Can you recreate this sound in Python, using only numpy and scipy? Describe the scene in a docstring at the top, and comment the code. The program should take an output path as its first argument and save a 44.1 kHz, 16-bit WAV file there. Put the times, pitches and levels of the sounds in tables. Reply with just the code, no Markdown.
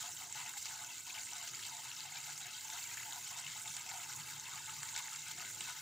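"""Thick sugar syrup boils in a pan on a kitchen stove, each torn bubble a decaying sine of rising pitch.
Large bubbles gulp and plop in heaves, smaller ones crackle in flurries with lulls, and fine foam fizzes.
Filtered noise makes the steam; now and then a blister rings and lets out a spit of it.
Resonant filters colour the bubbling as the pan does; a noise rumble, a drone and faint hum lie beneath."""
import sys
import numpy as np
from scipy import signal
from scipy.fft import rfft, irfft
from scipy.io import wavfile
from scipy.ndimage import uniform_filter1d

SR = 44100
rng = np.random.default_rng(int(sys.argv[2]) if len(sys.argv) > 2 else 0)


def int16_out(signal):
    """Quantize to a 16-bit WAV file."""
    q = np.round(np.clip(np.atleast_2d(signal).T, -1, 1) * 32767)
    wavfile.write(sys.argv[1], SR, q.astype(np.int16))


N = 256522


def amp(db):
    """Logarithmic level: converts decibels to amplitude gain."""
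    return 10 ** (np.asarray(db) / 20)


def unit(x):
    """Normalisation: scales a signal to rms 1."""
    return x / np.sqrt(np.mean(x ** 2) + 1e-20)


def read(points, hz):
    """Logarithmic frequency axis: interpolates a spectrum between its points."""
    f, value = np.transpose(points)
    return np.interp(np.log(hz + 1), np.log(f + 1), value)


def follow(rows, axis):
    """Linear interpolation in time: one column of a curve at every sample."""
    rows = np.asarray(rows)
    return np.interp(np.arange(N) / SR, rows[:, 0], rows[:, axis])


def drift(rate_hz):
    """Low-pass random process: a slow wander of rms 1."""
    count, step = 2 ** 13, 2 ** 6
    hz = np.fft.rfftfreq(count, step / SR)
    spectrum = rfft(rng.standard_normal(count)) / (1 + (hz / rate_hz) ** 2)
    slow = irfft(spectrum)
    return unit(np.interp(np.arange(N) / step, np.arange(count), slow))


def add(mix, s, sound):
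    """Superposition: mixes a sound in at time s."""
    part = mix[round(s * SR):][:len(sound)]
    part += sound[:len(part)]


def surges(rows, attack_s, release_s, axis):
    """Incoherent addition: events rise, hold and die away, and overlapping ones add in power."""
    power, t = np.zeros(N), np.arange(SR // 2) / SR
    for row in rows:
        rise = np.minimum(t / attack_s, 1)
        decay = np.exp(-np.maximum(t - row[1], 0) / release_s)
        add(power, row[0], (amp(row[axis]) * rise * decay) ** 2)
    return np.sqrt(power)


def lifts(peaks, hz):
    """Resonance: sums the bell-shaped rises and hollows, in dB, of a set of modes."""
    return sum(db / (1 + (2 * (hz - f) / width) ** 2) for f, width, db in peaks)


def colour(x, db_at):
    """Minimum phase: a causal filter of gain db_at(Hz), whose resonances ring after each click."""
    log_gain = np.log(amp(db_at(abs(np.fft.fftfreq(2 ** 13, 1 / SR)))))
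    # the Hilbert transform of the log gain supplies the phase
    response = np.exp(np.conj(signal.hilbert(log_gain)))
    taps = np.fft.ifft(response).real[:2 ** 12]
    return signal.oaconvolve(x, taps)[:N]


# colour of the bubbling: f/Hz, relative spectral level/dB
SYRUP_COLOUR = [(300, -16), (590, -28), (670, -6.5), (980, -2), (1150, -11), (1350, 0.5), (3000, -0.5),
                (4800, 0), (6200, 1), (8000, 0), (9000, -5.5), (11500, -8.5), (15300, -1.5)]
# resonances of the pan and the hollows between them: f/Hz, width/Hz, lift/dB
PAN_MODES = [(716, 22, 4), (758, 22, -2), (873, 50, 10.5), (956, 23, 6), (1116, 35, 7.5), (1180, 110, -4.5),
             (1242, 49, 10.5), (1466, 32, 1.5), (1467, 19, 8), (1593, 18, 5), (1650, 21, 5),
             (1805, 1000, -6), (2080, 99, 9.5), (2243, 82, 5), (2480, 150, -3), (2573, 38, 7),
             (2690, 79, 4.5), (3026, 54, 3), (3305, 51, 5.5), (3394, 98, -7), (3750, 68, 4.5),
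             (5080, 200, -2), (5600, 410, 1.5)]
# a broad treble resonance: f/Hz, width/Hz, lift/dB
TREBLE_MODE = [(7184, 1160, 9)]


def pan(x, stretch=1):
    """Modal filtering: the syrup surface in the ringing pan; stretch scales the pan's resonances."""
    return colour(x, lambda hz: (read(SYRUP_COLOUR, hz)
                                 + lifts(PAN_MODES, hz / stretch)
                                 + lifts(TREBLE_MODE, hz)))


def swaying_pan(x, sway=.008, sway_hz=2.5):
    """Modal drift: crossfades two slightly detuned pans, as the heaving syrup shifts the resonances."""
    share = .5 + .5 * np.tanh(2 * drift(sway_hz))
    return share * pan(x, 1 + sway) + (1 - share) * pan(x, 1 - sway)


def pop(hz, cycles, t, glide=0.05):
    """Damped oscillation: a torn bubble rings for a few cycles, rising as its hole widens."""
    turns = hz * t
    decay = np.exp(-turns / cycles)
    onset = 1 - np.exp(-2 * turns)
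    return np.sin(2 * np.pi * turns * (1 + glide * (1 - decay))) * decay * onset


def spits(per_s=170, spread_db=3.5, fade_s=0.006, leak=0.75):
    """Jet flow: gain of steam whose randomly timed jets start at once and die in milliseconds."""
    strength = amp(spread_db * np.minimum(rng.exponential(1, N), 3.1))
    power = strength ** 2 * (rng.random(N) < per_s / SR)
    power = signal.lfilter([1], [1, -np.exp(-2 / (fade_s * SR))], power)
    supply = uniform_filter1d(power, size=6000)  # the heat makes steam at an even rate
    return unit(np.sqrt(power / (abs(supply) + 1e-9) + leak))


def hiss(lo_hz, hi_hz):
    """Turbulence noise: steam leaking through holes of one range of sizes, as band-passed noise."""
    band = signal.butter(2, [lo_hz, min(hi_hz, SR / 2 - 1)], "band", fs=SR, output="sos")
    return unit(signal.sosfilt(band, rng.standard_normal(N)))


def even_out(x, share=0.82):
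    """Steady heat supply: bubbles of one size keep nearly the same power from moment to moment."""
    power = uniform_filter1d(uniform_filter1d(x ** 2, size=1800), size=1800)
    power = abs(power) + 1e-9
    return unit(x / power ** (np.clip(share, 0, 1) / 2))


def bubbles(lo_hz, hi_hz, jets, trains_per_s, cycles, spread_db, gap_s, steam, fade_db,
            detune=0.066, count=5):
    """Clustered point process: each tear starts a train of like-sized neighbours, among hissing jets."""
    t = np.arange(int(4 * cycles * SR / lo_hz)) / SR
    trains = int(trains_per_s * N / SR)
    draws = np.random.default_rng(rng.integers(2 ** 31)).random((trains, 3 + 3 * count)).T
    at = (np.arange(trains) + 2 * draws[0] - 1) / trains_per_s
    hz = lo_hz * (hi_hz / lo_hz) ** draws[1]
    # higher pops are shorter, so they are made stronger to carry equal energy
    size_db = spread_db * np.minimum(-np.log(1 - draws[2]), 3) + 10 * np.log10(hz / lo_hz)
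    out = np.zeros(N)
    for k, (wait, pitch, force) in enumerate(draws[3:].reshape(count, 3, -1)):
        pops = pop((hz * (1 + detune * (2 * pitch - 1)))[:, None], cycles, t)
        push = np.sign(force - .5) * (.5 + abs(force - .5))  # either polarity
        pops *= (amp(size_db - fade_db * k) * push)[:, None]
        where = (abs(at) * SR).astype(int)[:, None] + np.arange(len(t))
        out += np.bincount(where.ravel(), pops.ravel(), N)[:N]
        at = at - gap_s * np.log(1 - wait)  # exponential waits of mean gap_s
    surface = unit(out) + steam * jets * hiss(lo_hz, hi_hz)
    return even_out(unit(swaying_pan(surface)))


def snaps(per_s=110, spread_db=2.2, spit_db=-14, spit_s=0.0032):
    """Impulse excitation: thin skins snap as sharp wide-band ticks, each with a brief spit of steam."""
    rate = per_s * amp(7 * drift(60))
    cuts = np.diff(np.floor(np.cumsum(rate) / SR), prepend=0) > 0
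    ticks = cuts * amp(spread_db * np.minimum(rng.exponential(1, N), 2))
    tails = signal.lfilter([1], [1, -np.exp(-1 / (spit_s * SR))], ticks)
    return unit(pan(ticks + amp(spit_db) * tails * rng.standard_normal(N)))


# lulls, with a few brief rises: middle t/s, half length t/s, change of simmer/dB, change of foam/dB
LULL_DIPS = [(0.139, 0.042, -6.5, 0), (0.288, 0.037, -4, -1.5), (0.605, .02, -8, -8),
             (1.042, 0.02, -4.5, -2), (1.242, 0.025, -3, 4), (1.498, 0.026, -13, -2),
             (1.964, 0.02, -2.5, -2.5), (2.077, 0.016, 0, -8), (2.397, 0.015, -5, 4),
             (2.487, 0.018, 1.5, -8), (2.617, 0.025, -2, 0), (3.206, 0.024, -2, -0.5),
             (3.632, 0.017, -8, 4.5), (3.84, 0.018, -1.5, -3), (4.243, 0.015, -0.5, -3),
             (4.066, 0.0097, -3, -7), (4.165, .015, -5, 7), (4.414, 0.02, -3.5, -0.5),
             (5.25, 0.011, -2, -1.5), (5.35, 0.011, -1, -5), (5.515, 0.027, -5, 4.5)]


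def lull_db(axis):
    """Gaussian modulation: the smooth dips, and few rises, of the simmer or of the foam."""
    t = np.arange(N) / SR
    return sum(row[axis] * np.exp(-np.minimum(((t - row[0]) / row[1]) ** 2, 20)) for row in LULL_DIPS)


# briskness of the simmer, added to its four base levels: t/s, level/dB
SIMMER_CURVE = [(0, 5), (.3, 0.5), (.75, -1.5), (1.0, -1.5), (1.45, 2), (1.8, 1.5), (2.3, 1.5), (2.8, 1.5),
                (3.4, 2), (4.2, 1.5), (4.9, 1.5), (5.82, 1)]
# steady foam, before foam_db: t/s, level/dB
FOAM_CURVE = [(0, -46), (.28, -49.5), (.75, -49), (1.04, -50), (1.4, -48.5), (2.1, -50), (2.5, -50.5),
              (2.8, -47), (3.7, -50.5), (4.4, -50.5), (5, -47.5), (5.82, -50.5)]
# small bubbles tearing together, before the flurry trim:
# start t/s, length t/s, coarse crackle level/dB, fine crackle level/dB, foam level/dB
FLURRY_EVENTS = [(0.0, 0.069, -77, -64, -61), (0.345, 0.083, -50.5, -50, -48.5),
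                 (0.452, 0.044, -53, -54, -55), (0.57, 0.063, -62, -51.5, -46.5),
                 (0.645, 0.053, -58.5, -49.5, -53), (0.7, 0.13, -55.5, -54, -54),
                 (0.891, 0.091, -63, -53.5, -67), (1.058, 0.05, -64, -50.5, -72),
                 (1.139, 0.075, -54.5, -50, -53), (1.32, 0.16, -57.5, -54, -67),
                 (1.468, 0.039, -59, -48, -63), (1.53, 0.022, -51.5, -59, -49),
                 (1.59, 0.09, -64, -50.5, -58), (1.84, 0.079, -59, -56, -64), (1.963, 0.1, -69, -52.5, -58),
                 (2.151, 0.025, -51.5, -49, -62), (2.28, 0.031, -51, -51.5, -47),
                 (2.41, 0.068, -55, -55, -72), (2.515, 0.12, -71, -53.5, -66),
                 (2.721, 0.074, -53.5, -51, -53), (2.875, 0.077, -54, -66, -69),
                 (2.975, 0.056, -51, -62, -61), (3.115, 0.014, -53, -55, -48),
                 (3.235, 0.077, -62.5, -56, -49.5), (3.374, 0.024, -58, -55, -46),
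                 (3.462, 0.07, -56, -53, -55), (3.55, 0.083, -56.5, -61, -50), (3.67, 0.084, -71, -68, -46),
                 (3.768, 0.05, -55, -68, -51), (3.887, 0.17, -55, -64, -49),
                 (4.088, 0.036, -52.5, -54.5, -47), (4.182, 0.031, -52.5, -64, -52),
                 (4.27, 0.052, -52.5, -57, -51), (4.459, 0.028, -54, -62, -69),
                 (4.513, 0.079, -53.5, -57, -56), (4.669, 0.04, -51.5, -63, -50),
                 (4.831, 0.077, -54.5, -74, -52), (4.95, 0.055, -51, -47, -58),
                 (5.038, 0.043, -54, -63, -67), (5.118, 0.035, -61, -69, -62),
                 (5.252, 0.063, -52, -52, -56), (5.375, 0.13, -52, -55.5, -61),
                 (5.599, 0.11, -58, -50.5, -53), (5.667, 0.058, -55, -54, -54),
                 (5.75, 0.072, -55, -70, -67)]
FLURRY_ATTACK_S, FLURRY_RELEASE_S = 0.0034, 0.014
# big bubbles heaving up, before heave_db: start t/s, length t/s, plops level/dB, gulps level/dB
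HEAVE_EVENTS = [(0.037, 0.052, -59, -59), (0.199, 0.083, -62, -65), (0.35, 0.11, -56, -63.5),
                (0.47, 0.11, -59, -82), (0.67, 0.17, -59, -67), (0.771, 0.15, -62, -70),
                (1.07, 0.1, -60, -67.5), (1.156, 0.041, -60, -63), (1.316, 0.13, -62, -64),
                (1.66, 0.071, -59.5, -67), (1.713, 0.078, -56.5, -64.5), (1.83, 0.058, -63, -71),
                (2.034, 0.044, -62, -61.5), (2.12, 0.062, -67, -61.5), (2.274, 0.02, -55, -60),
                (2.39, 0.1, -76, -64), (2.66, 0.069, -59.5, -70), (2.729, 0.055, -59, -61.5),
                (2.88, 0.065, -66, -72), (3.05, 0.14, -57, -64), (3.309, 0.026, -56, -64),
                (3.36, 0.074, -64, -64), (3.54, 0.14, -67, -70), (3.657, 0.022, -59, -62),
                (3.76, 0.072, -62, -90), (3.86, 0.088, -60.5, -60), (3.925, 0.098, -58.5, -58),
                (4.05, 0.17, -59, -84), (4.28, 0.2, -63, -91), (4.475, 0.13, -59, -70.5),
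                (4.68, 0.26, -60, -89), (4.94, 0.13, -57.5, -73), (5.04, 0.13, -63, -83),
                (5.28, 0.028, -62, -66.5), (5.379, 0.053, -74, -61), (5.674, 0.028, -53, -65),
                (5.76, 0.06, -65, -79)]
HEAVE_ATTACK_S, HEAVE_RELEASE_S = 0.0014, 0.016
# base levels of the simmer between heaves and flurries
GULP_DB, PLOP_DB, COARSE_DB, FINE_DB = -83, -68.5, -61, -56


def boil(heave_db=-1.5, flurry_db=-3.5, foam_db=-2.0, snap_db=-3):
    """Size-dependent pitch: heaves drive two large bubble sizes, flurries three small, over a simmer."""
    jets, thin_jets = spits(), spits()
    gulps = bubbles(672.7, 752, jets, trains_per_s=60, cycles=10.2, spread_db=1.5,
                    gap_s=0.0098, steam=0.4, fade_db=5.0)
    plops = bubbles(788.3, 1170, jets, trains_per_s=55, cycles=9.1, spread_db=1.0,
                    gap_s=.009, steam=0.32, fade_db=3.5)
    coarse = bubbles(1174, 2292, jets, trains_per_s=140, cycles=4.5, spread_db=2.0,
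                     gap_s=.005, steam=0.48, fade_db=0.5)
    fine = bubbles(2448, 5250, thin_jets, trains_per_s=290, cycles=5.1, spread_db=3.0,
                   gap_s=.003, steam=0.85, fade_db=0.5)
    foam = bubbles(5510, 10680, thin_jets, trains_per_s=480, cycles=14.3, spread_db=4.5,
                   gap_s=.002, steam=0.87, fade_db=1.5)

    def heave(axis):
        """Gain envelope of the heaves."""
        return amp(heave_db) * surges(HEAVE_EVENTS, HEAVE_ATTACK_S, HEAVE_RELEASE_S, axis)

    def flurry(axis):
        """Gain envelope of the flurries."""
        return amp(flurry_db) * surges(FLURRY_EVENTS, FLURRY_ATTACK_S, FLURRY_RELEASE_S, axis)

    simmer = amp(follow(SIMMER_CURVE, axis=1) + lull_db(axis=2))
    froth = amp(follow(FOAM_CURVE, axis=1) + foam_db + lull_db(axis=3))
    # steady and eventful parts add in power
    return (plops * np.hypot(amp(PLOP_DB) * simmer, heave(axis=2))
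            + gulps * np.hypot(amp(GULP_DB) * simmer, heave(axis=3))
            + coarse * np.hypot(amp(COARSE_DB) * simmer, flurry(axis=2))
            + (fine + amp(snap_db) * snaps()) * np.hypot(amp(FINE_DB) * simmer, flurry(axis=3))
            + foam * np.hypot(froth, flurry(axis=4)))


# escaping steam, before level_db: t/s, level/dB
STEAM_CURVE = [(0, -61), (.2, -54), (.29, -62), (.4, -59), (.9, -59.5), (1.7, -59), (2.5, -61), (2.75, -54),
               (3.23, -54.5), (3.35, -61), (4.3, -57), (4.42, -62), (4.55, -59), (5.2, -59), (5.82, -57)]


def steam(level_db=-1.3, apart_db=-65, flurry_db=-16, lull_share=0.48):
    """Decorrelation: a shared sizzle follows flurries and lulls; rim foam differs left and right."""
    sizzle = bubbles(10630, 18660, spits(leak=1.1), trains_per_s=1500, cycles=42, spread_db=5.5,
                     gap_s=0.0015, steam=0.95, fade_db=0.0)
    rim = np.array([hiss(6800, 9800), hiss(5700, 14300)])
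    steady = amp(follow(STEAM_CURVE, axis=1) + level_db + lull_share * lull_db(axis=3))
    flurry = amp(flurry_db) * surges(FLURRY_EVENTS, FLURRY_ATTACK_S, FLURRY_RELEASE_S, axis=4)
    return sizzle * np.hypot(steady, flurry) + rim * amp(apart_db)


# colour of the rumble: f/Hz, relative spectral level/dB
RUMBLE_COLOUR = [(25, -25.5), (60, -17), (92, 0.5), (115, 3.5), (148, -2), (190, -10), (380, -8.5),
                 (480, -15.5), (700, -15), (2000, -69)]
# rumble: t/s, level/dB
RUMBLE_CURVE = [(0, -68.5), (.35, -67.5), (.46, -71), (.7, -67.5), (1.6, -69.5), (1.72, -72), (1.9, -69.5),
                (2.5, -69), (3.05, -69.5), (3.3, -70.5), (3.45, -68.5), (3.68, -66.5), (3.82, -71.5),
                (4.42, -67), (4.7, -68), (5.1, -70), (5.44, -68), (5.82, -69)]
# faint hum lines: f/Hz, level/dB
HUM_LINES = [(221, -84.5), (259, -84.5), (333, -88)]
# low drone between its swells, before drone_db: t/s, level/dB
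DRONE_CURVE = [(0, -77), (.6, -90), (1.8, -74), (2.35, -66), (2.65, -82), (3.4, -75), (4.6, -69),
               (4.95, -73), (5.82, -71)]
# swells of the drone, before drone_db: start t/s, length t/s, level/dB
SWELL_EVENTS = [(0.76, 0.039, -65), (3.44, 0.054, -60.5), (3.67, 0.043, -63), (4.15, 0.059, -59.5),
                (4.32, 0.064, -56.5), (4.52, 0.052, -65), (4.67, 0.066, -64), (4.77, 0.06, -58)]
SWELL_ATTACK_S, SWELL_RELEASE_S = 0.023, 0.0065


def stove(lumpy_db=1.73, drone_db=-1.5, drone_hz=143, waver_hz=1.826):
    """Frequency and amplitude modulation: a lumpy rumble, an unsteady swelling drone, wavering hum."""
    noise = colour(rng.standard_normal(N), lambda hz: read(RUMBLE_COLOUR, hz))
    rumble = unit(noise * amp(lumpy_db * drift(2.8)))
    drone_turns = np.cumsum(drone_hz + 9 * drift(20)) / SR
    drone = unit(np.sin(2 * np.pi * drone_turns) * amp(2.5 * drift(25)))
    hum = np.zeros(N)
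    for hz, db in HUM_LINES:
        hum_turns = np.cumsum(hz + waver_hz * drift(4.37)) / SR
        hum += amp(db) * unit(np.sin(2 * np.pi * hum_turns))
    swell = np.hypot(amp(follow(DRONE_CURVE, axis=1)),
                     surges(SWELL_EVENTS, SWELL_ATTACK_S, SWELL_RELEASE_S, axis=2))
    return amp(follow(RUMBLE_CURVE, axis=1)) * rumble + amp(drone_db) * swell * drone + hum


# single fat bubbles, before plop_db and the pan: t/s, level/dB, starting f/Hz, decay/cycles
FAT_BUBBLES = [(0.041, -43, 880, 5.5), (0.058, -43, 950, 6), (0.083, -53, 860, 4.5),
               (0.2097, -41, 746, 6.5), (0.305, -41, 894, 4.5), (0.352, -41, 856, 4.5), (0.4, -34, 940, 3),
               (0.46, -47, 950, 4.9), (0.566, -42.5, 910, 4.5), (0.693, -46, 850, 8),
               (1.321, -42, 900, 4.5), (1.712, -46, 900, 8), (1.76, -49, 870, 8), (1.853, -43, 870, 6.7),
               (2.05, -51, 805, 4.5), (2.2828, -48, 790, 6), (2.299, -41, 950, 4.5), (2.649, -39, 860, 3.7),
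               (2.693, -39, 970, 4.5), (2.769, -46, 1040, 6), (3.006, -40, 950, 4.5), (3.0761, -41, 873, 6),
               (3.094, -44, 896, 10), (3.129, -37, 950, 3), (3.1588, -42, 706, 6), (3.3157, -41, 704, 3),
               (3.36, -41, 910, 6.8), (3.558, -43, 864, 5.3), (3.9089, -47, 720, 6),
               (3.9358, -35.5, 730, 6.5), (3.9614, -44, 780, 6), (3.974, -44, 738, 4.5),
               (4.049, -43, 940, 4.5), (4.476, -44, 884, 6.7), (4.676, -43, 840, 3.1),
               (4.9712, -35, 820, 1.6), (5.0014, -31, 1000, 3), (5.132, -45, 895, 4.5),
               (5.568, -46, 850, 4.5), (5.6822, -45, 740, 6)]
# single bubbles that snap or ring out, before the pan: t/s, level/dB, starting f/Hz, decay/cycles
CLEAR_BUBBLES = [(0.0598, -30, 3310, 1.6), (0.1715, -39, 3030, 4.0), (0.2215, -37, 2080, 2.8),
                 (0.3533, -35, 1630, 1.6), (0.3757, -36.0, 2920, 3.0), (0.4116, -36.0, 3310, 3.0),
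                 (0.4112, -37, 1680, 1.5), (0.4611, -30, 2440, 1.7), (0.4743, -43, 1810, 13),
                 (0.5382, -34, 1610, 2.0), (0.57, -39.5, 2110, 3.5), (0.656, -34, 4580, 6.0),
                 (0.656, -34, 1450, 1.5), (0.6668, -33.0, 2390, 1.5), (0.7111, -32, 1630, 1.5),
                 (0.8387, -40, 1450, 2.0), (0.904, -42.5, 2640, 11.0), (1.0997, -41, 2390, 12),
                 (1.1062, -34.0, 2520, 3.0), (1.1421, -41, 4820, 11.0), (1.1496, -35.5, 2920, 6.0),
                 (1.18, -36.5, 2270, 6.0), (1.2694, -48, 2050, 11.0), (1.29, -45, 2600, 8.0),
                 (1.3143, -31.5, 2850, 1.5), (1.5485, -33, 4700, 6.0), (1.5924, -39, 1740, 6.0),
                 (1.6361, -36, 3310, 6.8), (1.6524, -28, 4040, 1.5), (1.6639, -43.0, 3100, 11.0),
                 (1.9156, -27.5, 2770, 1.6), (1.9654, -34.5, 5190, 6.0), (2.0056, -27, 4470, 1.7),
                 (2.0559, -44.0, 2740, 11.0), (2.1236, -41, 2090, 6.0), (2.1585, -28, 3480, 1.5),
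                 (2.1702, -40.5, 2310, 18), (2.5356, -42.0, 3900, 11.0), (2.5488, -43, 3110, 20.0),
                 (2.7022, -40, 3460, 12), (2.7316, -38, 1680, 3.0), (2.7888, -40, 2450, 6.0),
                 (2.8286, -34, 4360, 6.0), (2.8515, -44.5, 2250, 20.0), (2.9134, -42, 2390, 20.0),
                 (2.9288, -33, 2220, 1.5), (2.9732, -32, 1730, 5.7), (2.9792, -28, 2310, 1.5),
                 (3.033, -29, 2580, 1.5), (3.1246, -26, 3550, 1.7), (3.2665, -43, 2990, 11.0),
                 (3.3803, -32.5, 2920, 1.3), (3.4438, -36.5, 2710, 3.0), (3.4663, -33, 2810, 6.0),
                 (3.4786, -30, 2330, 1.5), (3.6575, -32.0, 2160, 1.5), (3.6791, -35.0, 3480, 6.0),
                 (3.8999, -31.5, 2160, 1.5), (3.9133, -30, 1810, 1.5), (3.9142, -36, 3940, 3.0),
                 (4.031, -42, 2780, 6.0), (4.336, -37.0, 3760, 4.0), (4.4557, -39, 3480, 6.0),
                 (4.466, -38, 2580, 6.0), (4.52, -41.0, 2100, 4.0), (4.543, -46, 1153, 7.2),
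                 (4.579, -35.0, 1560, 1.5), (4.6923, -45, 1280, 11.0), (4.696, -38.0, 2800, 6.4),
                 (4.8316, -28.5, 1670, 2.7), (4.9507, -32, 3460, 3.0), (4.962, -31, 4580, 1.5),
                 (4.964, -32.0, 2450, 1.5), (4.974, -44, 2710, 5.4), (4.9896, -31.0, 3480, 1.5),
                 (4.9945, -34.5, 1810, 1.5), (5.0817, -34, 1730, 3.4), (5.122, -44, 1300, 11.0),
                 (5.1492, -31, 2270, 1.5), (5.3128, -36.5, 4200, 6.0), (5.3807, -44, 1660, 6.0),
                 (5.3976, -34, 2710, 3.0), (5.4142, -39.0, 4470, 6.0), (5.4235, -32, 1510, 1.5),
                 (5.6084, -29, 2800, 3.2), (5.6745, -46.0, 1410, 11.0), (5.6845, -33.0, 2580, 1.5),
                 (5.6853, -47, 1424, 11.0), (5.6898, -30, 3480, 1.6), (5.6998, -34.5, 1410, 1.7)]


def blips(level_db=0, plop_db=-8.5):
    """Forced resonance: clear bubbles above the crackle, and fat plopping ones, set the pan ringing."""
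    out, t = np.zeros(N), np.arange(2 ** 11) / SR
    for s, db, hz, cycles in CLEAR_BUBBLES:
        add(out, s, amp(db + level_db) * pop(hz, cycles, t, glide=0.032))
    for s, db, hz, cycles in FAT_BUBBLES:
        add(out, s, amp(db + plop_db) * pop(hz, cycles, t, glide=.055))
    no_bass = signal.butter(10, 680, "high", fs=SR, output="sos")
    return colour(signal.sosfilt(no_bass, out), lambda hz: lifts(PAN_MODES, hz))


# bursting blisters, before the room:
# t/s, level/dB, starting f/Hz, spit of steam relative to the ring/dB, decay of the spit t/s
BLISTER_BURSTS = [(0.3258, -29, 7100, -20, .003), (0.584, -37, 7660, -14, .003),
                  (0.627, -33, 6700, -16, .003), (0.6559, -35, 6980, -5, .008),
                  (0.8462, -33, 5800, -14, .003), (0.9815, -37, 6600, -10, .004),
                  (1.2335, -37, 7200, -8, .003), (1.382, -36, 6000, -9, .004), (3.863, -37, 7250, -8, .006),
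                  (1.1184, -39, 7400, -10, .003), (1.3332, -34, 5650, -10, .003),
                  (1.4757, -33, 5900, -10, .004), (2.378, -36, 6100, -15, .003),
                  (3.226, -37, 6400, -14, .003), (4.128, -37, 7830, -9, .004),
                  (4.942, -36, 6100, -14, .003), (2.2034, -36, 7100, -9, .004),
                  (2.4044, -35, 7250, -12, .003), (2.7003, -34, 7200, -9, .004),
                  (2.9708, -34, 6760, -12, .003), (3.5194, -37, 7150, -10, .003),
                  (3.8905, -35, 7000, -8, .005), (4.5356, -35, 7350, -10, .003),
                  (4.8883, -35, 6950, -7, .006), (2.8394, -34, 6600, -9, .005),
                  (3.3857, -36, 7100, -6, .008), (3.6755, -38, 7180, -7, .009),
                  (3.766, -30.5, 7540, -7.5, .006), (4.3974, -30, 6100, -16, .003),
                  (4.8309, -33, 7600, -5, .003), (4.9624, -31, 6900, -3, .004),
                  (4.9765, -35, 7300, -6, .01), (5.1377, -36, 7450, -8, .006),
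                  (5.1602, -37, 7000, -7, .009), (5.6072, -33, 7500, -6, .005)]


def blisters(ring_cycles=8):
    """Damped oscillation with jet noise: each blister rings and lets out a short, soft spit of steam."""
    out, t = np.zeros(N), np.arange(2 ** 11) / SR
    for s, db, hz, spit_db, spit_s in BLISTER_BURSTS:
        puff = uniform_filter1d(rng.standard_normal(len(t)), size=3)
        spit = unit(pan(puff)[:len(t)]) * np.exp(-t / spit_s)
        add(out, s, amp(db) * (pop(hz, ring_cycles, t) + amp(spit_db) * spit))
    return out


def kitchen(x, room_db=-15, room_t60=0.23, apart_db=-19):
    """Reverberation: a short, weak decaying tail that differs a little between left and right."""
    t = np.arange(SR // 3) / SR
    taps = rng.standard_normal((3, len(t))) * (t > .001) * amp(-60 * t / room_t60)
    taps /= np.linalg.norm(taps, axis=1, keepdims=True)
    response = amp(room_db) * taps[0] + amp(apart_db) * taps[1:]
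    response[:, 0] = 1  # direct sound
    response /= np.linalg.norm(response[0])
    return signal.fftconvolve(x[None], response, axes=1)[:, :N]


def scene():
    """Superposition: the boiling pan in the kitchen, with steam above and the stove's rumble below."""
    return kitchen(boil() + blisters() + blips()) + steam() + stove()


# balance of left against right: f/Hz, left minus right level/dB
SIDE_BALANCE = [(100, 3.5), (500, 3.5), (1170, 7), (1800, 4.5), (4300, 4.5), (5600, 3.5), (7000, -3),
                (8500, -14), (10500, -15.5), (12500, -3), (15000, 1)]


def record(dry, edge_hz=15600):
    """Interchannel level difference: each side favours its own bands; a low-pass then limits both."""
    hz = np.fft.rfftfreq(N, 1 / SR)
    left = 1 / (1 + amp(-read(SIDE_BALANCE, hz)))
    heard = irfft(rfft(dry) * 2 * np.array([left, 1 - left]), N)
    low_pass = signal.firwin(511, edge_hz, window=("kaiser", 9), fs=SR)
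    return signal.oaconvolve(heard, low_pass[None], "same")


dry = scene()
out = record(dry)
int16_out(out)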